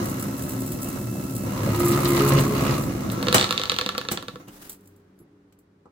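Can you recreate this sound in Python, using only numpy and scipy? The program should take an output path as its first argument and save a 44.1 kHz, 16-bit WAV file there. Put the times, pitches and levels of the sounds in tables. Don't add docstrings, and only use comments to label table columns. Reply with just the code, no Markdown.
import sys
import numpy as np
from scipy import signal
from scipy.fft import rfft, irfft
from scipy.io import wavfile

SR = 44100
rng = np.random.default_rng(int(sys.argv[2]) if len(sys.argv) > 2 else 0)


def transcribe(signal):
    frames = np.atleast_2d(signal).T
    limited = np.clip(frames, -1, 1)
    pcm = np.round(limited * 32767).astype(np.int16)
    wavfile.write(sys.argv[1], SR, pcm)


N = 260631
T = np.arange(N) / SR
POWER_OFF_S, REST_S = 3.35, 4.55


def amp(db):
    return 10 ** (np.asarray(db) / 20)


def pan(left_db, right_db):
    return amp([[left_db], [right_db]])


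def curve(rows, column=1):
    rows = np.array(rows)
    return np.interp(T, rows[:, 0], rows[:, column])


def since(s):
    return np.maximum(T - s, 0)


def swell(s, half_s):
    return np.exp(-((T - s) / half_s) ** 2)


def fade(t60_s, size=SR // 2):
    return np.exp(-np.log(1000) * np.arange(size) / SR / t60_s)


def walk(rate_hz):
    return 1.2 * np.interp(T * rate_hz, np.arange(1024), rng.standard_normal(1024))


def unit(x):
    return x / np.sqrt(np.mean(np.atleast_2d(x).mean(axis=0) ** 2))


def unit_peak(x):
    return x / np.abs(x).max()


def add(out, s, x):
    i = max(int(s * SR), 0)
    out[:, i:i + x.shape[1]] += x[:, :max(N - i, 0)]


def butter(x, hz, kind="low", order=2):
    return signal.sosfilt(signal.butter(order, hz, kind, fs=SR, output="sos"), x)


def convolve(x, impulse):
    return signal.oaconvolve(x, impulse, axes=1)[:, :x.shape[1]]


def colour(x, spectrum, modes=(), size=8192):
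    f = np.arange(size // 2 + 1) * SR / size + 1
    hz, db = np.transpose(spectrum)
    humps_db = sum(lift / (1 + (2 * (f - centre) / width) ** 2) for centre, width, lift in modes)
    gain = amp(np.interp(np.log(f), np.log(hz), db) + humps_db)
    cepstrum = irfft(np.log(gain))[:size // 2]
    cepstrum[0] /= 2
    impulse = irfft(np.exp(rfft(2 * cepstrum, size)))[:size // 2]
    return convolve(x, impulse[None])


def diffuse(size=N, split_hz=560):
    mid, side = rng.standard_normal((2, size))
    bass = butter(np.roll(side, size // 2), split_hz, order=1)
    side = butter(side, split_hz, "high") + .047 * bass
    return np.array([mid + side, mid - side])


def narrow(hz, width_hz):
    drift = butter(rng.standard_normal(N) + 1j * rng.standard_normal(N), width_hz / 2)
    carrier = np.exp(2j * np.pi * np.cumsum(hz * np.ones(N)) / SR)
    return unit(np.real(drift * carrier))


def crackle(grain_db):
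    return unit(rng.standard_normal(N) * amp(grain_db * np.minimum(rng.exponential(size=N), 6)))


def from_right(x, lag_s=.000263):
    delay = np.sinc(np.arange(24) - lag_s * SR) * np.hanning(24)
    return np.array([np.convolve(x, delay)[:len(x)], x])


def engaged():
    return np.interp(T, [1.4, 1.75, 2.6, 3.4], [0, 1, 1, 0])


def moving(settle_s=.12):
    return np.clip(1 - since(REST_S) / settle_s, 0, 1)


ROW_FORCE_DB = [3.5, 1, 1.5, -0.5]
def strikes(phase, decay, scatter_db, floor):
    count = phase.astype(int)
    row_db = np.array(ROW_FORCE_DB)[count % len(ROW_FORCE_DB)]
    force = amp(row_db + scatter_db * rng.uniform(-1, 1, 512)[count])
    return unit(floor + force * np.exp(-(phase % 1) / decay))


# frequency in Hz, level in dB.
ROOM_SPECTRUM = [(20, -27.5), (50, -10), (95, -8.5), (165, -7.5), (330, -4), (450, -11.5), (700, -20.5),
                 (1500, -23.5), (2600, -33), (6000, -40.5), (16000, -54)]
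ROOM_HUM = [(97.5, -7), (154, -9), (191, -1.5), (288.5, -2.5), (407, -5.5), (554, -20.5)]
def room():
    hum = sum(amp(db + walk(8)) * narrow(hz, width_hz=8) for hz, db in ROOM_HUM)
    hum = hum * amp(-62.5 - since(REST_S))
    murmur = unit(colour(diffuse(), ROOM_SPECTRUM)) * amp(-63.5)
    lift_db = np.maximum(7 - 6.5 * since(REST_S), 0)
    return (murmur + hum) * amp(lift_db)


# frequency at full speed in Hz, level in dB.
MOTOR_HUM = [(119.8, -41.5), (269, -41.5), (592, -56.5)]
# time in seconds, level of the tone in dB, level of its octave in dB.
MOTOR_WHINE = [(0, -51, -70), (.3, -52.5, -59.5), (.6, -59, -61.5), (.95, -53, -57), (1.4, -55.5, -57.5),
               (1.7, -60, -68), (2.4, -64.5, -72), (3.3, -50, -78)]
def motor(speed, whine_hz=1321, flutter_hz=45, stop_s=.082):
    run_time = np.cumsum(np.where(T < POWER_OFF_S, 1, speed) * (1 + .0013 * walk(16))) / SR

    def tone(hz, db, wobble=0):
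        return amp(db) * np.sqrt(2) * np.sin(2 * np.pi * hz * run_time + wobble)

    hum = sum(tone(hz, db + 2.3 * walk(7.9) + 1.5 * walk(35)) for hz, db in MOTOR_HUM)
    whine = 0
    for k in (1, 2):
        whistle = tone(k * whine_hz, db=2.6 * walk(flutter_hz), wobble=.5 * walk(flutter_hz))
        air = amp(-3) * narrow(k * whine_hz, width_hz=70)
        whine += (whistle + air) * amp(curve(MOTOR_WHINE, k))
    return (hum + whine * pan(-6, 1)) * np.exp(-since(POWER_OFF_S) / stop_s)


# frequency in Hz, level in dB.
WHISK_SPECTRUM = [(500, -12.5), (1400, 5.5), (2300, -5), (3000, -4), (4500, -2.5), (5700, 4), (7000, -0.5),
                  (10000, -24.5)]
def whisk(phase, speed):
    hiss = unit(colour(diffuse(), WHISK_SPECTRUM))
    return hiss * strikes(phase, decay=.52, scatter_db=1.8, floor=.99) * amp(-53.5) * speed ** 2


# frequency in Hz, level in dB.
RUMBLE_SPECTRUM = [(20, -44.5), (45, -12.5), (80, -8), (115, 2.5), (170, -6), (290, -8.5), (400, -21),
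                   (600, -15), (1200, -44.5), (4000, -67)]
# frequency in Hz, width in Hz, lift in dB.
HOUSING_MODES = [(92.3, 6.1, -5), (115.6, 7.5, -1.5), (204.5, 33, 8.5), (262.9, 8, 11), (354.7, 70, 10),
                 (373, 85, 2), (594, 110, -1.5), (763, 4.2, 10), (1103, 34, -8), (1260, 140, 12)]
# time in seconds, level in dB.
SHAKE_LEVEL = [(0, -24.5), (.3, -29), (1.3, -30.5), (1.65, -26), (2.55, -21), (2.95, -26), (3.33, -26)]
def housing(phase, speed, unpowered_db=-9.5):
    shaking = diffuse() * strikes(phase, decay=.4, scatter_db=3, floor=.5 * speed)
    rumble = unit(colour(shaking, RUMBLE_SPECTRUM, HOUSING_MODES))
    unpowered = 1 - np.exp(-since(POWER_OFF_S) / .044)
    level_db = curve(SHAKE_LEVEL) - 1.5 + unpowered_db * unpowered + walk(12)
    return rumble * amp(level_db) * speed ** .56 * moving()


# frequency in Hz, level in dB.
CRUMB_SPECTRUM = [(500, -14.5), (1000, 3.5), (1700, 5.5), (2400, -4.5), (3600, 1), (4200, 0), (5000, -8.5),
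                  (5800, 2), (7000, -4), (10000, -18.5)]
# frequency in Hz, width in Hz, lift in dB.
HOOD_MODES = [(390.4, 21, 13), (525, 33, 7.5), (587, 12, 4.5), (738.8, 21, 11.5), (789, 13, 7),
              (1400, 320, 1.5), (1990, 54, 6.5), (2130, 80, 7), (2480, 150, 4.5), (2844, 84, 6.5),
              (4116, 130, 5)]
def crumbs(phase, scatter_db=4.5, fall_db_per_s=6):
    chance = strikes(phase, decay=.35, scatter_db=4, floor=.2) * 260 / SR
    taps = (rng.random((3, N)) < chance) * rng.choice([-1, 1], (3, N))
    taps = taps * amp(scatter_db * np.clip(rng.standard_normal((3, N)), -2, 2))
    patter = convolve(taps[:2] + from_right(taps[2]), diffuse(SR // 2) * fade(.014))
    return unit(colour(patter, CRUMB_SPECTRUM, HOOD_MODES)) * amp(-48.5 - fall_db_per_s * T) * moving()


# frequency in Hz, level in dB.
WAX_SPECTRUM = [(1500, -17.5), (4000, -6.5), (6500, -0.5), (8500, 5.5), (12000, 5.5), (15500, 5),
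                (17000, -27)]
# time in seconds, level in dB.
MIST_LEVEL = [(0, -46.5), (1.6, -45.5), (1.83, -36), (2.3, -34), (2.46, -41.5), (2.8, -40), (2.92, -48.5),
              (3.3, -49.5)]
WAX_CLUMPS = [(.045, -38), (.095, -39.5), (.205, -36), (.38, -39), (.422, -37), (.492, -35.5),
              (.607, -39.5), (.662, -40.5), (.718, -40), (.825, -34.5), (.885, -37.5), (1.359, -36.5),
              (2.335, -49), (2.395, -32), (2.82, -39)]
def spray(phase, speed, clump_rise_s=.01, clump_t60_s=.24):
    flung = amp(curve(MIST_LEVEL)) * speed ** 1.5 * moving()
    for s, db in WAX_CLUMPS:
        rise = np.clip(1 + (T - s) / clump_rise_s, 0, 1)
        flung = np.hypot(flung, rise * amp(db - 60 * since(s) / clump_t60_s))
    lumpiness = np.interp(flung, amp([-46, -37]), [.45, 1])
    puffs = 1 + lumpiness * (strikes(phase, decay=.35, scatter_db=5.5, floor=.28) - 1)
    flecks = from_right(crackle(grain_db=.99) * puffs) + .086 * diffuse() * puffs
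    return unit(colour(flecks, WAX_SPECTRUM)) * flung


# frequency in Hz, level in dB.
DRAG_SPECTRUM = [(200, 13), (700, 3), (1500, 3.5), (2500, -1.5), (5000, -2.5), (8000, -2.5), (16000, -0.5)]
# time in seconds, level in dB.
DRAG_LEVEL = [(4.47, -64), (4.5, -61), (4.53, -56), (4.56, -50), (4.6, -54), (4.625, -44), (4.675, -51.5),
              (4.695, -49), (4.73, -50), (4.77, -67), (4.9, -70), (5.05, -83), (5.5, -100)]
WAX_SNAPS = [(.094, -29), (.194, -25), (.492, -28), (.663, -30), (.719, -25.5), (1.796, -20), (1.853, -20),
             (1.881, -17), (1.909, -21.5), (2.083, -18.5), (2.285, -18), (2.401, -23), (3.115, -26.5),
             (3.225, -32), (3.343, -6.5), (4.109, -27), (4.117, -16.5), (4.48, -39.5), (4.694, -26.5),
             (4.718, -35), (4.728, -35.5), (4.807, -52), (4.856, -51), (4.8728, -44.5), (4.96, -55.5),
             (5.188, -49.5), (5.523, -57), (5.587, -51.5)]
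def sticky_wax(size=SR // 4):
    smear = unit(colour(from_right(crackle(grain_db=3)) + 1.6 * diffuse(), DRAG_SPECTRUM))
    out = smear * amp(curve(DRAG_LEVEL) + 2 * walk(160))
    strain = np.clip(np.arange(size) / SR / .005, 0, 1) ** 2
    release = np.roll(fade(.011, size), int(.003 * SR)) + .28 * fade(.13, size)
    for s, db in WAX_SNAPS:
        snap = colour(from_right(rng.standard_normal(size) * strain * release), WAX_SPECTRUM)
        add(out, s - .0018, amp(db + 2.5) * unit_peak(snap))
    squeak = narrow(11200, width_hz=700) * amp(-68) * swell(5.21, half_s=.025)
    return out + squeak


def shudder():
    return narrow(114.2, width_hz=9.3) * amp(-27.5) * swell(1.69, half_s=.21)


# time in seconds, lower and upper resonance in Hz, upper over lower in dB, cavity in Hz.
SLOT_TUNING = [(1.5, 964, 1280, -5, 319), (1.9, 980, 1250, 10, 345), (2.2, 1027, 1231, -2, 383),
               (2.4, 1099, 1247, -5.5, 409), (2.75, 1150, 1266, -1, 455.6)]
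def slot(phase, load_db):
    balance = amp(curve(SLOT_TUNING, 3) / 2)
    lower = narrow(curve(SLOT_TUNING, 1), width_hz=85) / balance
    upper = narrow(curve(SLOT_TUNING, 2), width_hz=85) * balance
    cavity = narrow(curve(SLOT_TUNING, 4), width_hz=55) * amp(-4)
    pulses = strikes(phase, decay=.35, scatter_db=2.5, floor=.45)
    return (lower + upper + cavity) * pulses * engaged() * amp(load_db - 33) * pan(-1.5, .5)


# time in seconds, centre in Hz, width in Hz, level in dB, half length in seconds.
HOOD_SCRAPES = [(.86, 600, 300, -42, 0.044), (0.98, 1158, 900, -44, 0.026), (1.684, 540, 130, -29, .018),
                (1.62, 1140, 160, -41, 0.11), (1.973, 1250, 120, -29, 0.022), (2.17, 1980, 120, -39, 0.056),
                (2.24, 1235, 150, -28, 0.055), (2.38, 2840, 180, -35, .03), (2.62, 600, 250, -34, 0.044),
                (2.69, 2700, 520, -40, .08), (3.421, 2000, 400, -35, 0.038), (4.49, 2900, 450, -57, 0.013)]
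def scrapes(phase):
    rasp = sum(narrow(hz, width) * amp(db) * swell(s, half) for s, hz, width, db, half in HOOD_SCRAPES)
    return rasp * strikes(phase, decay=.35, scatter_db=3, floor=.3) * pan(-1, 1)


# start in seconds, peak in dB.
CHUNK_RIPS = [(1.9226, -26), (1.937, -21), (2.054, -15.5), (2.167, -16.5), (2.1942, -18), (2.283, -22),
              (2.3698, -18.5), (2.3845, -18), (2.709, -23), (2.74, -23)]
# frequency in Hz, level in dB.
RIP_SPECTRUM = [(400, -26), (1200, -5), (2100, -1.5), (3000, 0), (4400, 2.5), (6000, -5), (9000, -10),
                (16000, -32)]
def rips(size=SR // 8):
    out = np.zeros((2, N))
    envelope = fade(.048, size) * (1 - fade(.0053, size))
    for s, db in CHUNK_RIPS:
        crunch = [(rng.uniform(1800, 5000), 700, 6)]
        tear = colour(diffuse(size) * envelope, RIP_SPECTRUM, crunch)
        add(out, s, amp(db) * unit_peak(tear))
    return out


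# frequency in Hz, level in dB, t60 in seconds.
MACHINE_RING = [(196, -11.5, 0.17), (292.4, -7.5, 0.08), (444, -12.5, .05), (495, -1, .11),
                (553, -14, 0.025), (810, -14.5, 0.049), (1136, -2.5, 0.09), (1305, -5, 0.07),
                (1348, 1, 0.063), (1724, -6.5, .1)]
FLAIL_RING = [(2680, -8, 0.17), (2970, -6.5, .1), (3338, -2.5, .12), (3550, -2, 0.12), (3650, -1, .1),
              (3830, -1, 0.079), (3970, -2, .13), (4240, -1.5, 0.14), (4500, -0.5, .11), (4780, -13, .1)]
def ring(modes, low_db=0, size=SR // 2, scatter_db=4, detune=.009):
    t = np.arange(size) / SR
    out = 0
    for hz, db, t60_s in modes:
        force, shift, side = rng.uniform(-1.02, 1, 3)
        spread = np.array([[1], [-1]]) * side * min(hz / 3000, 1)
        angle = 2 * np.pi * hz * (1 + detune * shift) * t + np.pi * shift + spread
        gain = amp(db + scatter_db * force + low_db * (hz < 650))
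        out += gain * np.sin(angle) * fade(t60_s, size)
    return out * pan(-1, 1)


# start in seconds, crack in dB, thud in dB, t60 in seconds, thud cutoff in Hz.
CRADLE_KNOCKS = [(3.3438, -21, -17, 0.37, 1500), (4.114, -36.5, -27.5, 0.29, 500),
                 (4.483, -59, -58, 0.1, 1510), (5.2, -92, -45.5, 0.25, 351), (5.524, -72.5, -74, .08, 1500),
                 (5.856, -82, -46.5, 0.12, 1500)]
# frequency in Hz, level in dB.
CRACK_SPECTRUM = [(300, -15.5), (750, 8), (1400, 7), (2200, 5), (3600, 1), (5000, 1), (8000, 2),
                  (16000, -30)]
THUD_SPECTRUM = [(40, -23.5), (90, -1.5), (190, -2.5), (340, -9.5), (600, -5), (1200, -11.5), (2000, -30.5),
                 (6000, -49.5)]
# frequency in Hz, width in Hz, lift in dB.
CRADLE_MODES = [(500, 70, 8), (790, 90, 8), (1135, 70, 6), (1320, 110, 5), (3000, 130, 8), (4030, 220, 7),
                (5850, 200, 4), (7750, 700, 4), (8800, 400, 4)]
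def knocks(size=SR // 2):
    out = np.zeros((2, N))
    attack = 1 - fade(.003)
    for s, crack_db, thud_db, t60_s, cutoff_hz in CRADLE_KNOCKS:
        crack = unit(colour(diffuse(size), CRACK_SPECTRUM, CRADLE_MODES))
        crack *= 1.1 * fade(t60_s) + 2.1 * fade(.071)
        thud = unit(colour(diffuse(size), THUD_SPECTRUM, HOUSING_MODES)) * fade(t60_s)
        boom = colour(amp(1) * ring(MACHINE_RING), THUD_SPECTRUM)
        dull = butter(thud + boom, cutoff_hz)
        add(out, s, (amp(crack_db) * crack + amp(thud_db) * dull) * attack)
    return out


# multiple of the strike rate, level in dB.
DRONE_ORDERS = [(1, -11.5), (2, 0), (3, -22), (4, -7.5), (5, -7.5), (6, -13.5), (8, -17), (9, -19)]
# time in seconds, multiple of the strike rate, level in dB, half length in seconds.
CAVITY_HOWLS = [(1.89, 5, -24, 0.13), (2.15, 5, -25.5, 0.07), (2.28, 5, -29, .05), (2.256, 6, -28, 0.057),
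                (2.39, 2, -24, .06), (2.517, 6, -32, 0.071)]
def drone(phase, load_db):
    def tone(order):
        gain = np.sqrt(2) * amp(2 * walk(14))
        return gain * np.sin(2 * np.pi * order * phase + .35 * walk(18) + .12 * walk(70))

    orders = sum(amp(db) * tone(k) for k, db in DRONE_ORDERS) * amp(-24.5 + 1.5 * load_db)
    howls = sum(tone(k) * amp(db) * swell(s, half) for s, k, db, half in CAVITY_HOWLS)
    roughness = amp(1.9 * walk(70))
    return (engaged() * orders + howls) * roughness


# time in seconds, level in dB.
BITE_LEVEL = [(0, -32), (.1, -38.5), (.75, -45.5), (.91, -43), (.97, -42), (1.05, -47.5), (1.4, -45.5),
              (1.52, -37.5), (1.8, -33.5), (2.2, -29), (2.4, -27.5), (2.5, -36.5), (2.58, -31),
              (2.72, -29.5), (2.88, -40.5), (3.3, -36)]
# frequency in Hz, level in dB.
RASP_SPECTRUM = [(150, -26.5), (400, 5.5), (700, -0.5), (1200, 1), (1600, -7.5), (2400, -13), (4500, -19.5),
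                 (6500, -11.5), (9000, -49)]
CELL_SPECTRUM = [(500, -16), (1800, 6), (3000, 0), (4500, 1.5), (6500, -11.5), (10000, -29.5)]
def comb(phase, speed):
    tearing = unit(diffuse() * strikes(phase, decay=.35, scatter_db=4, floor=.3))
    shell = unit(convolve(tearing[:1], diffuse(SR // 2) * fade(.11)))
    rasp = unit(colour(tearing + 2.5 * shell, RASP_SPECTRUM, HOOD_MODES))
    bursts = np.array([crackle(grain_db=1.5), crackle(grain_db=1.5)])
    bursts *= strikes(phase, decay=.35, scatter_db=2.5, floor=.45)
    cells = unit(colour(bursts, CELL_SPECTRUM, HOOD_MODES)) * amp(-7 + 1.1 * walk(40))
    grind = (rasp + engaged() * cells) * amp(curve(BITE_LEVEL)) * pan(-1, .9)
    return grind * speed ** 1.3 * moving()


# start in seconds, snap in dB, splash relative to it in dB, clack in dB, low-mode lift in dB.
HARD_CATCHES = [(3.1, -21, -11, -28, -8), (3.227, -14.5, -9, -20, 7.5), (3.2689, -15, -25.5, -17, 4.5),
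                (3.2833, -6, -25, -15, 6.5), (3.326, -4, -11, -13.5, 3), (3.3811, -1.5, -20, -19.5, 7),
                (3.396, -6.5, -17, -21.5, 3), (3.4108, -3.5, -16, -18.5, 8.5),
                (3.4265, -7, -25.5, -21.5, -3), (3.4419, -7, -15.5, -21, 5),
                (3.491, -16.5, -21.5, -25, 6.5), (3.5076, -4.5, -13.5, -15, 0.5),
                (3.5246, -9, -12, -19.5, -6), (3.5771, -4, -31, -31, 4.5), (3.5958, -14.5, -20, -22.5, 9),
                (3.6148, -12, -32, -27, -5), (3.635, -11, -17.5, -22, 0.5), (3.6548, -14.5, -25.5, -30, -7),
                (3.696, -2.5, -28.5, -18.5, -9), (3.7176, -9.5, -14, -14.5, -0.5),
                (3.7415, -17.5, -19.5, -26, -3.5), (3.7633, -15, -14, -30.5, 2),
                (3.7862, -4, -19.5, -16.5, -5.5), (3.8114, -8.5, -19, -20, 1),
                (3.8618, -9.5, -17, -21.5, 6.5), (3.89, -8.5, -18, -16.5, -3.5),
                (3.9492, -22, -25, -20, -0.5), (3.979, -9, -12, -19.5, 5.5),
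                (4.013, -19.5, -15, -23.5, -16), (4.05, -28, -26, -28, -1), (4.0862, -11, -35, -21.5, 0),
                (4.1733, -13.5, -25, -24, -4), (4.225, -28, -6, -30, 4.5), (4.2824, -19, -19, -23, 2),
                (4.357, -33, -16, -28.5, 7)]
def grazes(phase, graze_db=-16, scatter_db=3):
    catch_s, catch_db = np.transpose(HARD_CATCHES)[:2]
    caught = np.interp(catch_s, T, phase)
    gaps = [np.linspace(a, b, max(round(b - a), 1) + 1)[1:-1] for a, b in zip(caught, caught[1:])]
    passes = np.concatenate(gaps)
    levels_db = np.interp(passes, caught, catch_db) + graze_db
    levels_db += scatter_db * rng.uniform(-2, 1, len(passes))
    return [(s, db, -18, db - 5.5, .5) for s, db in zip(np.interp(passes, phase, T), levels_db)]


# frequency in Hz, level in dB.
TIP_SPECTRUM = [(600, -36.5), (1900, -9), (2600, -8.5), (3600, -6), (4400, -7), (5000, -13), (8000, -22),
                (16000, -46.5)]
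WOOD_SPECTRUM = [(200, -7), (500, -2), (750, -8), (1250, 5), (1900, -9), (3000, -17), (9000, -47.5)]
def ticks(phase, size=SR // 7):
    out = np.zeros((2, N))
    echo = .011 * diffuse(size) * fade(.31, size)
    wood_noise = colour(diffuse(split_hz=500), WOOD_SPECTRUM)
    wax_noise = colour(from_right(rng.standard_normal(N)), WAX_SPECTRUM)
    splash_fade = fade(.02, size) + .082 * fade(.14, size)
    for s, db, splash_db, clack_db, low_db in HARD_CATCHES + grazes(phase):
        rebound = rng.uniform(.2, .75) * rng.choice([-1, 1])
        rebound_s = rng.uniform(.0005, .0016)
        blow = np.zeros(size)
        blow[0], blow[int(SR * rebound_s)] = 1, rebound
        tip_mode = [(rng.uniform(3200, 4400), 700, 5)]
        tip = amp(1.5) * unit_peak(colour(from_right(blow) + echo, TIP_SPECTRUM, tip_mode))
        now = slice(int(s * SR), int(s * SR) + size)
        splash = amp(splash_db - 1) * unit_peak(wax_noise[:, now] * splash_fade)
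        wood = .8 * unit_peak(wood_noise[:, now] * fade(.047, size))
        shell = amp(-11) * ring(MACHINE_RING, low_db, size)
        flail = amp(-29.5) * ring(FLAIL_RING, size=size)
        add(out, s + .00088, amp(db) * (tip + splash + flail) + amp(clack_db) * (wood + shell))
    return out * pan(-.6, .6)


def rotor(load_db, strike_hz=71.09, sag_hz=2, drag_s=1.59, friction_hz_per_s=29):
    driven_hz = strike_hz - sag_hz * amp(load_db) * engaged()
    brake_hz = friction_hz_per_s * drag_s
    hz = (driven_hz + brake_hz) * np.exp(-since(POWER_OFF_S) / drag_s) - brake_hz
    speed = np.maximum(hz / strike_hz, 1e-3)
    return np.cumsum(strike_hz * speed) / SR, speed


def scene(full_bite_db=-28):
    load_db = curve(BITE_LEVEL) - full_bite_db
    phase, speed = rotor(load_db)
    machine = motor(speed) + housing(phase, speed)
    cutting = comb(phase, speed) + drone(phase, load_db)
    air = slot(phase, load_db) + whisk(phase, speed)
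    wax = spray(phase, speed) + sticky_wax() + rips() + scrapes(phase) + crumbs(phase)
    impacts = knocks() + ticks(phase) + shudder()
    return room() + machine + cutting + air + wax + impacts


def record(dry, ceiling=.85, cutoff_hz=16200):
    rounded = ceiling * np.tanh(dry / ceiling)
    return signal.sosfilt(signal.ellip(8, .2, 70, cutoff_hz, fs=SR, output="sos"), rounded)


dry = scene()
out = record(dry)
transcribe(out)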